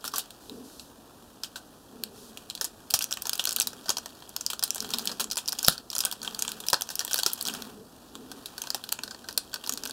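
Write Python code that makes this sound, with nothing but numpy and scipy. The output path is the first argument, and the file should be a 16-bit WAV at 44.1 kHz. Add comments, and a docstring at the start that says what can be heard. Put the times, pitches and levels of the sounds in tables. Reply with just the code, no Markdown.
"""A hard plastic toy is fitted together by gloved hands, close to a mono microphone in a quiet room.
Pegs, hinges and panels click and snap: each blow rings small stiff parts and a hollow shell, with
a bright crack on top. Hard pushes thump through the hands, loose parts rattle, plastic rubs on
plastic and knitted gloves swish. A muffled low rumble swells now and then over the room's hush."""
import sys
import numpy as np
from scipy import signal
from scipy.fft import rfft, irfft
from scipy.io import wavfile
from scipy.ndimage import uniform_filter1d

SR = 44100
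rng = np.random.default_rng(int(sys.argv[2]) if len(sys.argv) > 2 else 0)


def transcribe(signal):
    """Save signal, clipped to [-1, 1], as a 16-bit WAV file at the path in sys.argv[1]."""
    frames = np.atleast_2d(signal).T
    limited = np.clip(frames, -1, 1)
    pcm = np.round(limited * 32767).astype(np.int16)
    wavfile.write(sys.argv[1], SR, pcm)


N = 437472

# How busy the hands are. Each row: time in seconds, level in dB, share of rattle against rub (0 to 1).
HANDLING_MOVES = [(0.0, -53.5, .6), (0.19, -50, 0.74), (0.47, -59.5, 0.07), (1.85, -58.5, 0.33),
                  (2.4, -55.5, 0.32), (2.8, -57.5, 0.24), (3.45, -44.5, 0.6), (3.7, -51, 0.48),
                  (4.6, -54, 0.57), (4.95, -39, 0.64), (5.33, -58, .4), (5.7, -40.5, 0.7), (5.85, -64, 0.4),
                  (6.08, -43, 0.5), (6.19, -53, 0.5), (6.3, -43.5, 0.56), (6.57, -49, .3), (6.95, -50, 0.5),
                  (7.13, -41, 1), (7.66, -44.5, 0.32), (7.79, -59, 0.44), (8.67, -49, 0.3),
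                  (9.36, -55, 0.55), (9.92, -47, 0.4)]
# The tone of plastic rubbing on plastic. Each row: frequency in Hz, relative level in dB.
RUB_SPECTRUM = [(300, -55), (700, 0.5), (1300, 0.5), (3000, -5), (5000, -11.5), (9000, -13), (16000, -16.5)]
# The ring of small stiff parts. Each row: pitch in Hz, relative level in dB, 60 dB decay in seconds.
PART_RINGS = [(2580, 7, 0.0072), (3250, 3, 0.032), (3430, -2, 0.0061), (3950, -7, 0.075), (4250, -2, 0.074),
              (4520, -1, 0.034), (5000, -5, 0.062), (5330, 6, 0.0082), (5800, -3, 0.036), (6155, -4, 0.02),
              (6645, 2, 0.021), (7260, 7.5, 0.0065), (8184, 11, 0.0042)]
# The ring of hollow shells. Each row: pitch in Hz, relative level in dB, 60 dB decay in seconds.
SHELL_RINGS = [(650, -19, 0.14), (780, -3.5, 0.038), (960, -2.5, 0.11), (1150, -10, 0.069),
               (1352, 3.5, 0.033), (1530, 3.5, 0.11), (1815, 5.5, 0.069)]
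# The tone of the quiet room. Each row: frequency in Hz, relative level in dB.
HUSH_SPECTRUM = [(12, -31), (20, -8), (53, -0.5), (156, -0.5), (251, 2), (305, 3), (428, -3), (465, -2),
                 (729, -3), (1950, -14), (2120, -20.5), (3330, -29), (15200, -24), (16500, -72)]
# Plastic clicks. Each row: start in seconds, level in dB, ring pitch in Hz, shell level in dB against
# the ring, shell pitch in Hz, crack level in dB against the ring, nominal decay in seconds.
CLICK_HITS = [(0.042, -29.5, 4200, 3, 1350, 0, 0.015), (0.0498, -30, 3430, -3, 1240, 0, 0.11),
              (0.078, -20.5, 5150, -10, 1350, -6, 0.021), (0.1372, -25.5, 5500, 2, 1150, -12, 0.057),
              (0.1592, -22.5, 5800, -24, 1110, -3, 0.036), (0.164, -25.5, 4520, -13, 1600, -11, 0.067),
              (0.182, -18, 7640, -7, 1290, 3, 0.02), (0.1913, -25, 3660, -26, 1260, -3, 0.048),
              (0.306, -31, 3520, -19, 1450, -6, 0.016), (0.4961, -29.5, 3950, -13, 970, -8, 0.0049),
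              (0.796, -30, 3760, -28, 650, -14, 0.029), (1.435, -18.5, 4780, -16, 1240, -10, 0.017),
              (1.444, -28.5, 2880, -15, 1520, -13, 0.036), (1.558, -27.5, 3950, -4.5, 1610, -18, 0.051),
              (2.0368, -16.5, 4320, -18.5, 1490, 1.5, 0.0055), (2.3733, -25, 2890, -21, 1420, -11, 0.017),
              (2.4999, -20, 3870, -22, 1050, -10, 0.009), (2.5078, -24, 3020, -20, 1420, -23, 0.015),
              (2.551, -24, 3880, -22, 915, -7, 0.016), (2.5763, -28.5, 3780, -15, 650, -23, 0.016),
              (2.6117, -14, 5700, -12.5, 1230, -10, 0.022), (2.6442, -19.5, 5160, -13, 1010, 5, 0.0091),
              (2.6493, -20.5, 7100, -16, 1020, -10, 0.029), (2.9032, -28, 4900, -15, 1490, 2, 0.048),
              (2.9076, -17.5, 4440, -25, 1260, -3, 0.0065), (2.9391, -6, 5800, -13.5, 743, -3, 0.03),
              (2.9906, -16.5, 5970, -32, 1530, 3, 0.0066), (3.0086, -20, 2590, -14, 1530, -30, 0.044),
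              (3.016, -26, 4960, -11, 1430, -8, 0.016), (3.0228, -18, 5800, -30, 1500, -4, 0.02),
              (3.0419, -15, 6300, -31, 1350, 1.5, 0.0041), (3.1098, -22.5, 5680, -14, 1520, -10, 0.012),
              (3.1173, -21.5, 7460, -9, 1320, -12, 0.016), (3.1256, -12, 6050, -24, 1070, -9, 0.0068),
              (3.138, -22.5, 4000, -15, 1460, 1, 0.012), (3.172, -20, 2550, -10, 1140, -11, 0.0066),
              (3.221, -20, 6000, -22, 1470, 1, 0.011), (3.255, -20, 4920, -9, 1060, -9, 0.017),
              (3.2696, -18, 6300, -13, 705, -4, 0.013), (3.2944, -12.5, 2970, -21, 1240, 1, 0.0082),
              (3.3319, -15, 4840, -15, 1410, -4, 0.014), (3.3544, -23.5, 6270, -18, 1390, 2, 0.012),
              (3.3776, -32, 4010, -29, 1200, 4, 0.014), (3.3944, -13, 3250, -12.5, 725, -42, 0.025),
              (3.4403, -20.5, 6000, -21, 1460, -4, 0.0064), (3.4539, -11, 4030, -21, 1530, -1, 0.0031),
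              (3.472, -17, 4970, -9.5, 1530, -13, 0.026), (3.492, -14, 4840, -17, 1250, -7, 0.007),
              (3.5086, -19.7, 4760, -15, 1400, -7, 0.008), (3.5196, -21, 4870, -14, 1450, -9, 0.0077),
              (3.5265, -19, 6800, -27, 1400, -2, 0.0083), (3.531, -23, 7500, -20, 1570, -10, 0.017),
              (3.5624, -17.5, 3880, -35, 1450, 3.5, 0.0075), (3.5674, -19.5, 3050, -15, 1410, -9, 0.014),
              (3.5854, -24, 4460, -8.5, 1500, -9, 0.024), (3.6, -6.5, 7700, -28, 1290, -12, 0.0085),
              (3.609, -10, 3540, -28, 810, -14, 0.0074), (3.6171, -13, 5800, -27, 780, -0.5, 0.006),
              (3.622, -19.5, 5460, -24, 780, -2, 0.0074), (3.6261, -22, 5460, -19, 1280, -12, 0.025),
              (3.6714, -16.5, 3950, -14.5, 1080, -0.5, 0.017), (3.7317, -31, 5140, -4, 1280, -12, 0.019),
              (3.8574, -33.5, 4540, -5, 640, -20, 0.056), (3.8834, -29, 5000, -0.5, 1650, -12, 0.041),
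              (3.893, -11.5, 4880, -16, 960, -6, 0.015), (3.9024, -12, 6440, -12.5, 1100, -16, 0.023),
              (3.9695, -14.5, 4670, -14, 910, -20, 0.015), (3.983, -21.5, 5800, -7.5, 1020, -8, 0.014),
              (4.0591, -26, 6000, -5.5, 1060, -9, 0.014), (4.223, -34, 3260, -4.5, 960, -28, 0.0091),
              (4.2926, -42, 6060, -17, 690, 12, 0.006), (4.3641, -15, 4900, -15.5, 1210, -4, 0.0069),
              (4.4096, -21, 7100, -14, 1290, -17, 0.014), (4.464, -8.5, 5370, -29, 1370, -11.5, 0.0061),
              (4.501, -20, 3020, -13.5, 1070, -1.5, 0.036), (4.533, -20, 2800, -6.5, 1360, -7, 0.02),
              (4.5934, -20, 5000, -15.5, 1440, -5, 0.0089), (4.6261, -19.5, 4900, -7.5, 1240, -6, 0.02),
              (4.6367, -10.2, 4900, -22, 1510, -0.5, 0.018), (4.6782, -26.5, 4080, -15, 1350, -3, 0.013),
              (4.7056, -11, 5700, -41, 690, -8, 0.0043), (4.7469, -19.5, 6700, -26, 1320, -3, 0.005),
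              (4.7577, -20, 7660, -13.5, 1080, -11, 0.022), (4.781, -20, 4440, -14, 825, -8, 0.0049),
              (4.8044, -14.5, 5400, -28, 615, -9, 0.0069), (4.825, -26, 5560, -7, 1390, -5, 0.013),
              (4.8455, -25.5, 3500, -6, 600, -12, 0.012), (4.905, -22.5, 6200, -11, 1300, -5, 0.011),
              (4.937, -11, 4930, -19, 800, -12, 0.0057), (4.9403, -15, 4030, -16.5, 930, -15, 0.006),
              (4.944, -22, 5000, -10, 1250, -7, 0.013), (4.9852, -16, 3430, -23, 600, 0, 0.0058),
              (4.993, -26, 4890, -5.5, 850, -5, 0.027), (5.055, -27, 4400, -6.5, 606, 5.5, 0.013),
              (5.0736, -13, 3950, -30, 1080, -9, 0.0074), (5.0756, -24, 4900, -14, 1080, -13, 0.029),
              (5.0937, -26.5, 4070, -4.5, 676, -12, 0.031), (5.116, -25, 5000, -10, 1190, -10, 0.031),
              (5.197, -19, 4030, -9.5, 1080, -6, 0.046), (5.205, -17, 6430, -9, 1400, -5, 0.03),
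              (5.2108, -20.5, 3430, -12, 1430, -11, 0.035), (5.2421, -17.5, 7700, -19, 1180, -16, 0.0089),
              (5.3017, -26.0, 5000, -19, 800, -15, 0.012), (5.3126, -16.5, 5440, -32, 1450, -11, 0.02),
              (5.32, -20, 4200, -18, 1500, -3, 0.0089), (5.3307, -24.5, 5300, -13, 1250, -5, 0.01),
              (5.3575, -25, 5030, -14, 930, -1, 0.0082), (5.37, -16, 5800, -9.5, 1030, -5, 0.019),
              (5.377, -13.5, 7850, -22, 1420, -15, 0.017), (5.384, -24.5, 2920, -12, 950, -12, 0.045),
              (5.4587, -28.5, 5470, -28, 930, -14, 0.0063), (5.478, -17.5, 5800, -26, 940, -5, 0.015),
              (5.485, -13, 5300, -31, 940, -19, 0.0056), (5.4908, -21, 4530, -16, 870, 0, 0.012),
              (5.5224, -15, 5330, -24, 1480, -13, 0.0066), (5.528, -19.5, 5100, -9, 1450, -1.5, 0.011),
              (5.5875, -19, 6800, -21, 720, -4, 0.0083), (5.591, -15.5, 5240, -25, 780, -12, 0.0079),
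              (5.6294, -17.5, 7140, -14, 1510, -3, 0.016), (5.6434, -24.3, 5160, -12, 1130, -13, 0.02),
              (5.6473, -12.5, 5300, -25, 1010, -5, 0.011), (5.6535, -20, 5300, -16, 800, -12, 0.01),
              (5.665, -23, 4600, -25, 1310, 1, 0.014), (5.671, -22, 5750, -32, 1150, -10, 0.016),
              (5.6775, -16, 5200, -20, 1490, -6, 0.012), (5.6829, 4.5, 3740, -11.5, 1315, -2.5, 0.0045),
              (5.6947, -23, 3790, -11, 900, 4, 0.032), (5.723, -26, 4430, -19, 1590, -9, 0.061),
              (5.7795, -25, 4530, -14, 1460, -13, 0.01), (5.902, -19, 5700, -32, 1110, -12, 0.01),
              (5.9152, -28, 4380, -14, 800, -10, 0.012), (5.9299, -24, 4500, -12.5, 1020, -10, 0.022),
              (5.9517, -19.5, 6900, -16, 910, -5, 0.021), (5.964, -18, 5790, -14, 1330, -5, 0.0087),
              (5.9823, -14, 7000, -21, 1450, -2, 0.0054), (5.9893, -16.5, 5800, -21, 1310, -4, 0.01),
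              (6.005, -14, 4800, -25, 1310, -5, 0.02), (6.011, -24, 5700, -11, 1270, -7, 0.027),
              (6.0375, -20.5, 3240, -9, 1520, -35, 0.012), (6.0508, -16, 4700, -11, 1170, 6.5, 0.0044),
              (6.055, -11, 7750, -21, 1610, -14, 0.011), (6.0653, -32, 3200, 0.5, 1560, 0, 0.049),
              (6.1137, -22, 2950, -28, 1020, -2, 0.0098), (6.125, -22.5, 4800, -6, 1045, -0.5, 0.023),
              (6.217, -27, 4470, -15, 780, -15, 0.01), (6.23, -26.5, 6300, -7.5, 1500, -4, 0.029),
              (6.2765, -16.5, 3270, -13.5, 920, -29, 0.01), (6.347, -23, 4520, -17, 1530, -8, 0.011),
              (6.3913, -20.5, 7000, -13, 1380, -9, 0.024), (6.4228, -11.5, 6400, -21, 1580, -7, 0.0089),
              (6.4498, -23.5, 2580, -10, 1240, -6, 0.022), (6.479, -17.5, 3000, -13.5, 1040, -13, 0.013),
              (6.4907, -23, 7000, -13, 1490, -12, 0.028), (6.5177, -22.5, 3700, -15, 1340, -3, 0.012),
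              (6.6029, -26, 2960, -15, 1540, -1, 0.02), (6.6383, -29.5, 3240, -10, 815, -21, 0.021),
              (6.666, -30, 3690, -10, 1050, 1, 0.052), (6.6854, -9.5, 5700, -24, 1650, -3.5, 0.0033),
              (6.7007, -21, 3970, -18, 910, 1, 0.023), (6.731, -8, 5650, -3.5, 874, -6.5, 0.019),
              (6.7425, -8.5, 4300, -9, 1530, -14, 0.0069), (6.2475, -28, 3160, -4, 1530, -13, 0.045),
              (6.8098, -22, 3550, -10, 1470, 3, 0.0079), (6.8202, -13, 5600, -18, 760, -4, 0.01),
              (6.8903, -23, 5960, -11, 1440, -8, 0.0069), (6.9026, -24, 5170, -9, 1680, -8, 0.059),
              (6.955, -20, 5440, -28, 1180, 1, 0.0091), (6.993, -12, 5800, -21, 1700, -9, 0.016),
              (7.0049, -18.5, 4670, -16, 1580, -13, 0.017), (7.0115, -28.5, 4320, 1, 1810, -10, 0.032),
              (7.0494, -17.5, 7750, -16, 1070, -2, 0.0085), (7.0781, -26, 3300, -6, 1800, -2, 0.012),
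              (7.111, -22.5, 3510, -7.5, 1570, -5, 0.049), (7.1325, -9, 5800, -39, 1320, -10, 0.0051),
              (7.143, -10.5, 4680, -12.5, 774, 1, 0.0044), (7.1582, -18.5, 4700, -13, 890, -6, 0.016),
              (7.1745, -24, 5430, -14, 680, -5, 0.02), (7.18, -16.5, 5600, -14, 1570, -10, 0.011),
              (7.1888, -16, 3950, -10.5, 1530, -2.5, 0.022), (7.1983, -17, 3600, -22, 1310, -7, 0.016),
              (7.2337, -11, 4620, -14, 690, -5, 0.0058), (7.2626, -7.5, 5530, -12.5, 1420, -8, 0.022),
              (7.279, -28, 4880, -11, 960, -3, 0.022), (7.333, -20.5, 7600, -34, 1230, 7, 0.012),
              (7.411, -18.5, 4430, -36, 940, -2, 0.0061), (7.4252, -26, 6900, -34, 1090, 6, 0.013),
              (7.4526, -19.5, 5720, -17, 1090, -9, 0.012), (7.4617, -25, 4600, -7.5, 1290, -4, 0.019),
              (7.47, -16.5, 4830, -31, 1460, -10, 0.0082), (7.4767, -18, 6800, -17, 1500, -11, 0.0081),
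              (7.4843, -16, 3000, -16, 1430, -7, 0.011), (7.497, -23, 2600, -13, 1480, -15, 0.027),
              (7.538, -23, 5500, -10, 1590, -3, 0.015), (7.5492, -25.5, 3100, -5, 1200, -7, 0.023),
              (7.6218, -25, 4360, -7.5, 1530, -2, 0.0057), (8.1535, -26.5, 3540, -7, 1230, -12, 0.015),
              (8.3158, -27.5, 4560, -10, 1530, -5.5, 0.017), (8.4586, -22, 4000, -21, 1540, -1, 0.017),
              (8.58, -23.5, 4520, -8.5, 1530, -6, 0.018), (8.6182, -20, 6240, -19, 1520, -2, 0.016),
              (8.6382, -27, 2720, -8, 960, -17, 0.02), (8.6713, -26.5, 4420, -7, 1530, -9, 0.016),
              (8.7036, -13.5, 4800, -18, 870, -11, 0.0076), (8.746, -13.5, 4840, -13, 780, -7.5, 0.017),
              (8.839, -24.5, 4240, -12.5, 1430, -7.5, 0.017), (9.146, -34, 4400, -2.5, 865, -14, 0.014),
              (9.243, -39.5, 4320, 3, 1530, -14, 0.02), (9.3094, -32, 4470, -10, 1530, -8, 0.012),
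              (8.891, -20, 4530, -22, 600, -3.5, 0.0063), (8.921, -20, 7480, -11, 1580, -17, 0.023),
              (8.9248, -15.5, 4250, -11, 1530, 5, 0.0065), (8.9896, -24, 2600, -5, 1050, -32, 0.0084),
              (9.0353, -19, 4500, -12.5, 1530, -9, 0.016), (9.0777, -29, 4530, -4.5, 1530, -17, 0.017),
              (9.1093, -29.5, 4540, -5, 1530, -27, 0.029), (9.287, -20, 4560, -8.5, 1610, -13, 0.019),
              (9.3272, -28.5, 5570, -23, 700, -3, 0.0081), (9.3766, -10.5, 4170, -18, 1530, 0.5, 0.012),
              (9.5313, -31, 4520, -5, 1530, -23, 0.024), (9.5412, -19.5, 4560, -8, 1580, -5.5, 0.017),
              (9.5589, -24.5, 4460, -7, 1530, -23, 0.015), (9.6394, -26.5, 3100, -11, 1100, -11, 0.025),
              (9.663, -25, 5040, -11, 1080, -7, 0.011), (9.674, -20.5, 4750, -15, 1000, -5, 0.015),
              (9.694, -11.5, 6430, -15, 1120, -5.5, 0.011), (9.7239, -15.5, 6740, -25, 1550, -10, 0.011),
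              (9.7366, -22.5, 6670, -17, 864, -1, 0.012), (9.775, -18.5, 4250, -16, 1410, -8, 0.012),
              (9.8361, -20, 4840, -14, 1530, -6, 0.0071), (9.854, -22, 4000, -13, 1430, -0.5, 0.0068),
              (9.8595, -20.5, 4340, -10, 1520, -8, 0.0066), (9.874, -25.5, 6100, -25, 1370, -8, 0.022),
              (9.896, -26.5, 7700, -7, 1540, -10, 0.012), (9.909, -23, 4590, -29, 1130, -9, 0.0069)]
# Hard pushes. Each row: start in seconds, peak in dB, pitch in Hz, 60 dB decay in seconds (0.02 at least).
HARD_PUSHES = [(0.134, -44, 392, 0.04), (2.939, -35.5, 109, 0.05), (3.893, -32.5, 364, 0.052),
               (5.6818, -16.5, 173, 0.013), (6.729, -36, 140, 0.049), (7.261, -32, 372, 0.042),
               (8.748, -40, 370, 0.064), (9.375, -34, 600, 0.02)]
# Glove strokes. Each row: start, rise, hold and fall in seconds, then level in dB.
GLOVE_STROKES = [(0.393, 0.035, 0.14, 0.091, -61), (0.63, 0.022, 0.16, 0.11, -57.5),
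                 (2.13, 0.055, 0.11, 0.03, -56.5)]
# The tone of a sliding glove. Each row: frequency in Hz, relative level in dB.
GLOVE_SPECTRUM = [(1500, -34), (3000, 12), (4200, 17.5), (5500, 16), (8000, 13.5), (12000, 13), (16000, 3)]
# Rumble swells. Each row: crest time in seconds, hold in seconds, level in dB, lower band's pitch in Hz.
RUMBLE_SWELLS = [(0.525, 0.055, -44, 260), (1.935, 0.44, -53.5, 228), (3.557, 0.42, -55.5, 232),
                 (4.827, 0.44, -48.5, 230), (6.22, 0.41, -53, 232), (7.467, 0.34, -48.5, 229),
                 (8.164, 0.22, -49.5, 258), (9.0, 0.35, -58.5, 229), (9.71, .25, -52, 263)]
# How the room dies away. Each row: frequency in Hz, 60 dB decay in seconds.
ROOM_DECAY = [(300, 0.16), (1500, 0.26), (4000, 0.17), (9000, 0.16), (15000, 0.024)]


def gain_of(db):
    """Decibels to gain."""
    return 10 ** (np.asarray(db) / 20)


def decay(t, t60):
    """A fade that loses 60 dB every t60 seconds."""
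    return gain_of(-60 * t / t60)


def unit_rms(x):
    """Scales to rms 1."""
    return x / np.sqrt(np.mean(x ** 2) + 1e-20)


def unit_peak(x):
    """Scales each row to peak 1."""
    return x / (abs(x).max(-1, keepdims=True) + 1e-12)


def value_at(points, hz):
    """Reads a table on a log-frequency axis."""
    f, value = np.transpose(points)
    return np.interp(np.log(hz + 1), np.log(f + 1), value)


def coloured(x, spectrum):
    """Shapes x with an EQ curve, at rms 1."""
    eq = gain_of(value_at(spectrum, np.fft.rfftfreq(len(x), 1 / SR)))
    return unit_rms(irfft(rfft(x) * eq, len(x)))


def filtered(x, kind, hz, order):
    """A Butterworth filter along each row."""
    return signal.sosfilt(signal.butter(order, hz, kind, fs=SR, output="sos"), x)


def resonate(x, hz, width_hz):
    """A resonance that can glide: shifts hz down to zero, smooths twice and shifts back."""
    carrier = np.exp(2j * np.pi * np.cumsum(hz * np.ones(len(x))) / SR)
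    pole = np.exp(-np.pi * width_hz / SR)
    return unit_rms((carrier * signal.lfilter([1], [1, -2 * pole, pole * pole], x / carrier)).real)


def placed(times, sounds):
    """Lays each sound down at its time."""
    mix = np.zeros(N + sounds.shape[1])
    for start, sound in zip(times, sounds):
        mix[round(start * SR):][:len(sound)] += sound
    return mix[:N]


def ringing(modes, pitch_hz, t, db_per_octave, max_cut_db, scatter_db):
    """Each blow lands elsewhere: it favours modes near its pitch, with chance strengths and phases."""
    hz, db, t60 = np.transpose(modes)[:, :, None]
    cut_db = np.minimum(db_per_octave * abs(np.log2(hz.T / pitch_hz[:, None])), max_cut_db)
    luck, phase = rng.standard_normal((2,) + cut_db.shape)
    weight = gain_of(db.T - cut_db + scatter_db * luck) * np.exp(2j * phase)
    return unit_peak((weight @ (decay(t, t60) * np.exp(2j * np.pi * hz * t))).real)


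def plastic_hits(ring_hz, shell_db, shell_hz, crack_db, decay_s):
    """One blow a row: stiff parts ring and clack, the hollow shell knocks, a bright crack tops it."""
    t, hz = np.arange(2000) / SR, np.fft.rfftfreq(2000, 1 / SR)
    parts = ringing(PART_RINGS, ring_hz, t, db_per_octave=90, max_cut_db=17, scatter_db=3)
    shell = ringing(SHELL_RINGS, shell_hz, t, db_per_octave=94, max_cut_db=23.4, scatter_db=3.5)
    noise = rng.standard_normal((len(decay_s), len(t)))
    grip = decay(t, np.clip(decay_s, 0.005, 0.1)[:, None])  # fingers damp the ring
    snap = decay(t, np.clip(1.255 * decay_s, 0.003, 0.1)[:, None])
    attack = 1 - np.exp(-(t / 0.00014) ** 2)
    shell_attack = 1 - np.exp(-t / 0.00032)

    spread_octaves = 0.59 * gain_of(0.16 * crack_db)[:, None]  # a harder blow spreads wider
    clack = irfft(rfft(noise) / (1 + (np.log2((hz + 1) / ring_hz[:, None]) / spread_octaves) ** 4))
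    mids = unit_peak(attack * (parts * grip ** 0.52 + 0.53 * unit_peak(clack * snap)))
    buzz = filtered(noise[::-1], "band", [2500, 9000], order=1)  # loose neighbours buzz on after the blow
    mids += 10.2 * decay_s[:, None] * unit_peak(buzz * grip ** 0.08 * (1 - t / t[-1]))

    knock = filtered(noise[:, ::-1], "band", [450, 1900], order=2)
    lows = unit_peak(shell_attack * (shell * grip ** 0.43 + 0.54 * unit_peak(knock * np.sqrt(snap))))

    crack = filtered(noise, "high", 7800, order=4)
    crack = filtered(crack, "low", 11000, order=1)
    crack += 0.28 * signal.lfilter(*signal.iirpeak(14300, Q=10, fs=SR), crack)
    highs = unit_peak(attack * crack * snap)
    return mids + gain_of(shell_db)[:, None] * lows + gain_of(crack_db)[:, None] * highs


def rattle_and_rub(variants=12, ticks_per_s=400):
    """Loose parts tick at random over the grit of plastic rubbing on plastic."""
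    luck = rng.random((5, variants))
    ticks = plastic_hits(ring_hz=2700 * 2 ** (1.34 * luck[0]),
                         shell_db=-18 + 10 * luck[1], shell_hz=700 + 1100 * luck[4],
                         crack_db=-8 + 4.9 * luck[2], decay_s=0.0038 + 0.0046 * luck[3])
    strength = gain_of(4.6 * np.minimum(rng.exponential(1, N), 3))
    impacts = strength * (rng.random(N) < ticks_per_s / SR)
    variant = rng.integers(0, variants, N)
    rattle = sum(signal.oaconvolve(impacts * (variant == k), ticks[k, :600])[:N] for k in range(variants))
    grit = gain_of(3.3 * unit_rms(uniform_filter1d(rng.standard_normal(N), 150)))
    rub = coloured(grit * rng.standard_normal(N), RUB_SPECTRUM)
    t = np.arange(N) / SR
    times, db, rattle_share = np.transpose(HANDLING_MOVES)
    loose = np.interp(t, times, rattle_share)
    return gain_of(np.interp(t, times, db)) * (loose * unit_rms(rattle) + (1 - loose) * rub)


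def room_hush(level_db=-56):
    """Steady, dark room tone."""
    return gain_of(level_db) * coloured(rng.standard_normal(N), HUSH_SPECTRUM)


def clicks():
    """Pegs, hinges and panels snap into place."""
    start, db, *timbre = np.transpose(CLICK_HITS)
    return placed(start, gain_of(db)[:, None] * plastic_hits(*timbre))


def thumps():
    """Hard pushes thump through the hands: a low damped tone roughened with noise."""
    start, db, hz, t60 = np.transpose(HARD_PUSHES)[:, :, None]
    t = np.arange(5000) / SR
    rough = filtered(rng.standard_normal((len(start), len(t))), "band", [60, 1100], order=2)
    push = np.sin(2 * np.pi * hz * t) + 0.38 * rough / rough.std()
    return placed(start[:, 0], gain_of(db) * unit_peak(push * decay(t, np.clip(t60, 0.02, 0.3))))


def glove_swishes():
    """Knitted gloves slide over the parts with a soft hiss; a trace stays between strokes."""
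    t = np.arange(N) / SR
    strokes = sum(gain_of(db) * np.interp(t, start + np.cumsum([0, rise, hold, fall]), [0.13, 1, 0.85, 0.16])
                  for start, rise, hold, fall, db in GLOVE_STROKES)
    return strokes * coloured(rng.standard_normal(N), GLOVE_SPECTRUM)


def rumble(bed_db=-64, rise_s=0.05, sink_s=0.13, sag_to=0.72):
    """Muffled noise in two low bands: a faint bed with swells that rise, sag and sink."""
    t = np.arange(N) / SR
    crest, hold, level_db, hz = np.transpose(RUMBLE_SWELLS)
    swells = sum(gain_of(db) * np.interp(t, start + np.cumsum([0, rise_s, held, sink_s]), [0, 1, sag_to, 0])
                 for start, held, db in zip(crest - rise_s, hold, level_db))
    lower = resonate(rng.standard_normal(N), np.interp(t, crest + hold / 2, hz), width_hz=75)
    upper = resonate(rng.standard_normal(N), hz=430, width_hz=120)
    return np.maximum(swells, gain_of(bed_db)) * (lower + gain_of(-4) * upper)


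def room_reverb(x, count=6):
    """Sparse room tails, each band dying at its own speed."""
    taps = np.zeros((count, SR // 3))
    grid = np.arange(60, SR // 3 - 10, 10)
    arrivals = grid + rng.integers(0, 10, (count, len(grid)))
    np.put_along_axis(taps, arrivals, rng.choice([-1., 1.], arrivals.shape), 1)
    hz, t, bands = signal.stft(taps, SR, nperseg=128)
    t60 = np.clip(value_at(ROOM_DECAY, hz), 0.03, 0.8)[:, None]
    tails = signal.istft(bands * decay(t, t60), SR, nperseg=128)[1]
    echoes = signal.oaconvolve(x[None], tails / np.linalg.norm(tails[0]), axes=1)[:, :N]
    # the tails crossfade quickly at random, so the decay sounds smooth, without ringing pitches
    weights = uniform_filter1d(rng.standard_normal((count, N // 32 + 1)), size=16)
    weights = np.repeat(weights, 32, axis=1)[:, :N]
    crossfade = uniform_filter1d(weights / np.linalg.norm(weights, axis=0), size=32)
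    return (crossfade * echoes).sum(0)


def scene():
    """Toy and hands up close with a little room, over the rumble and hush."""
    toy = clicks() + thumps() + rattle_and_rub() + glove_swishes()
    hush = room_hush()
    return np.tile(toy + gain_of(-15) * room_reverb(toy) + rumble() + hush, (2, 1))


def record(dry, notch_hz=2110, shelf_hz=15800, cutoff_hz=16700):
    """The microphone housing cancels a narrow band; loud peaks clip; the top fades, then cuts off."""
    cosine = np.cos(2 * np.pi * notch_hz / SR)
    zero, pole = np.exp(-np.pi * 90 / SR), np.exp(-np.pi * 1100 / SR)
    x = signal.lfilter([1, -2 * zero * cosine, zero ** 2], [1, -2 * pole * cosine, pole ** 2], dry[0])
    x = np.clip(x, -0.8, 0.8)
    x = 0.17 * x + signal.oaconvolve(x, signal.firwin(255, shelf_hz, fs=SR), "same")
    x = signal.oaconvolve(x, signal.firwin(511, cutoff_hz, window=("kaiser", 9), fs=SR), "same")
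    return np.tile(x, (2, 1))


dry = scene()
out = record(dry)
transcribe(out)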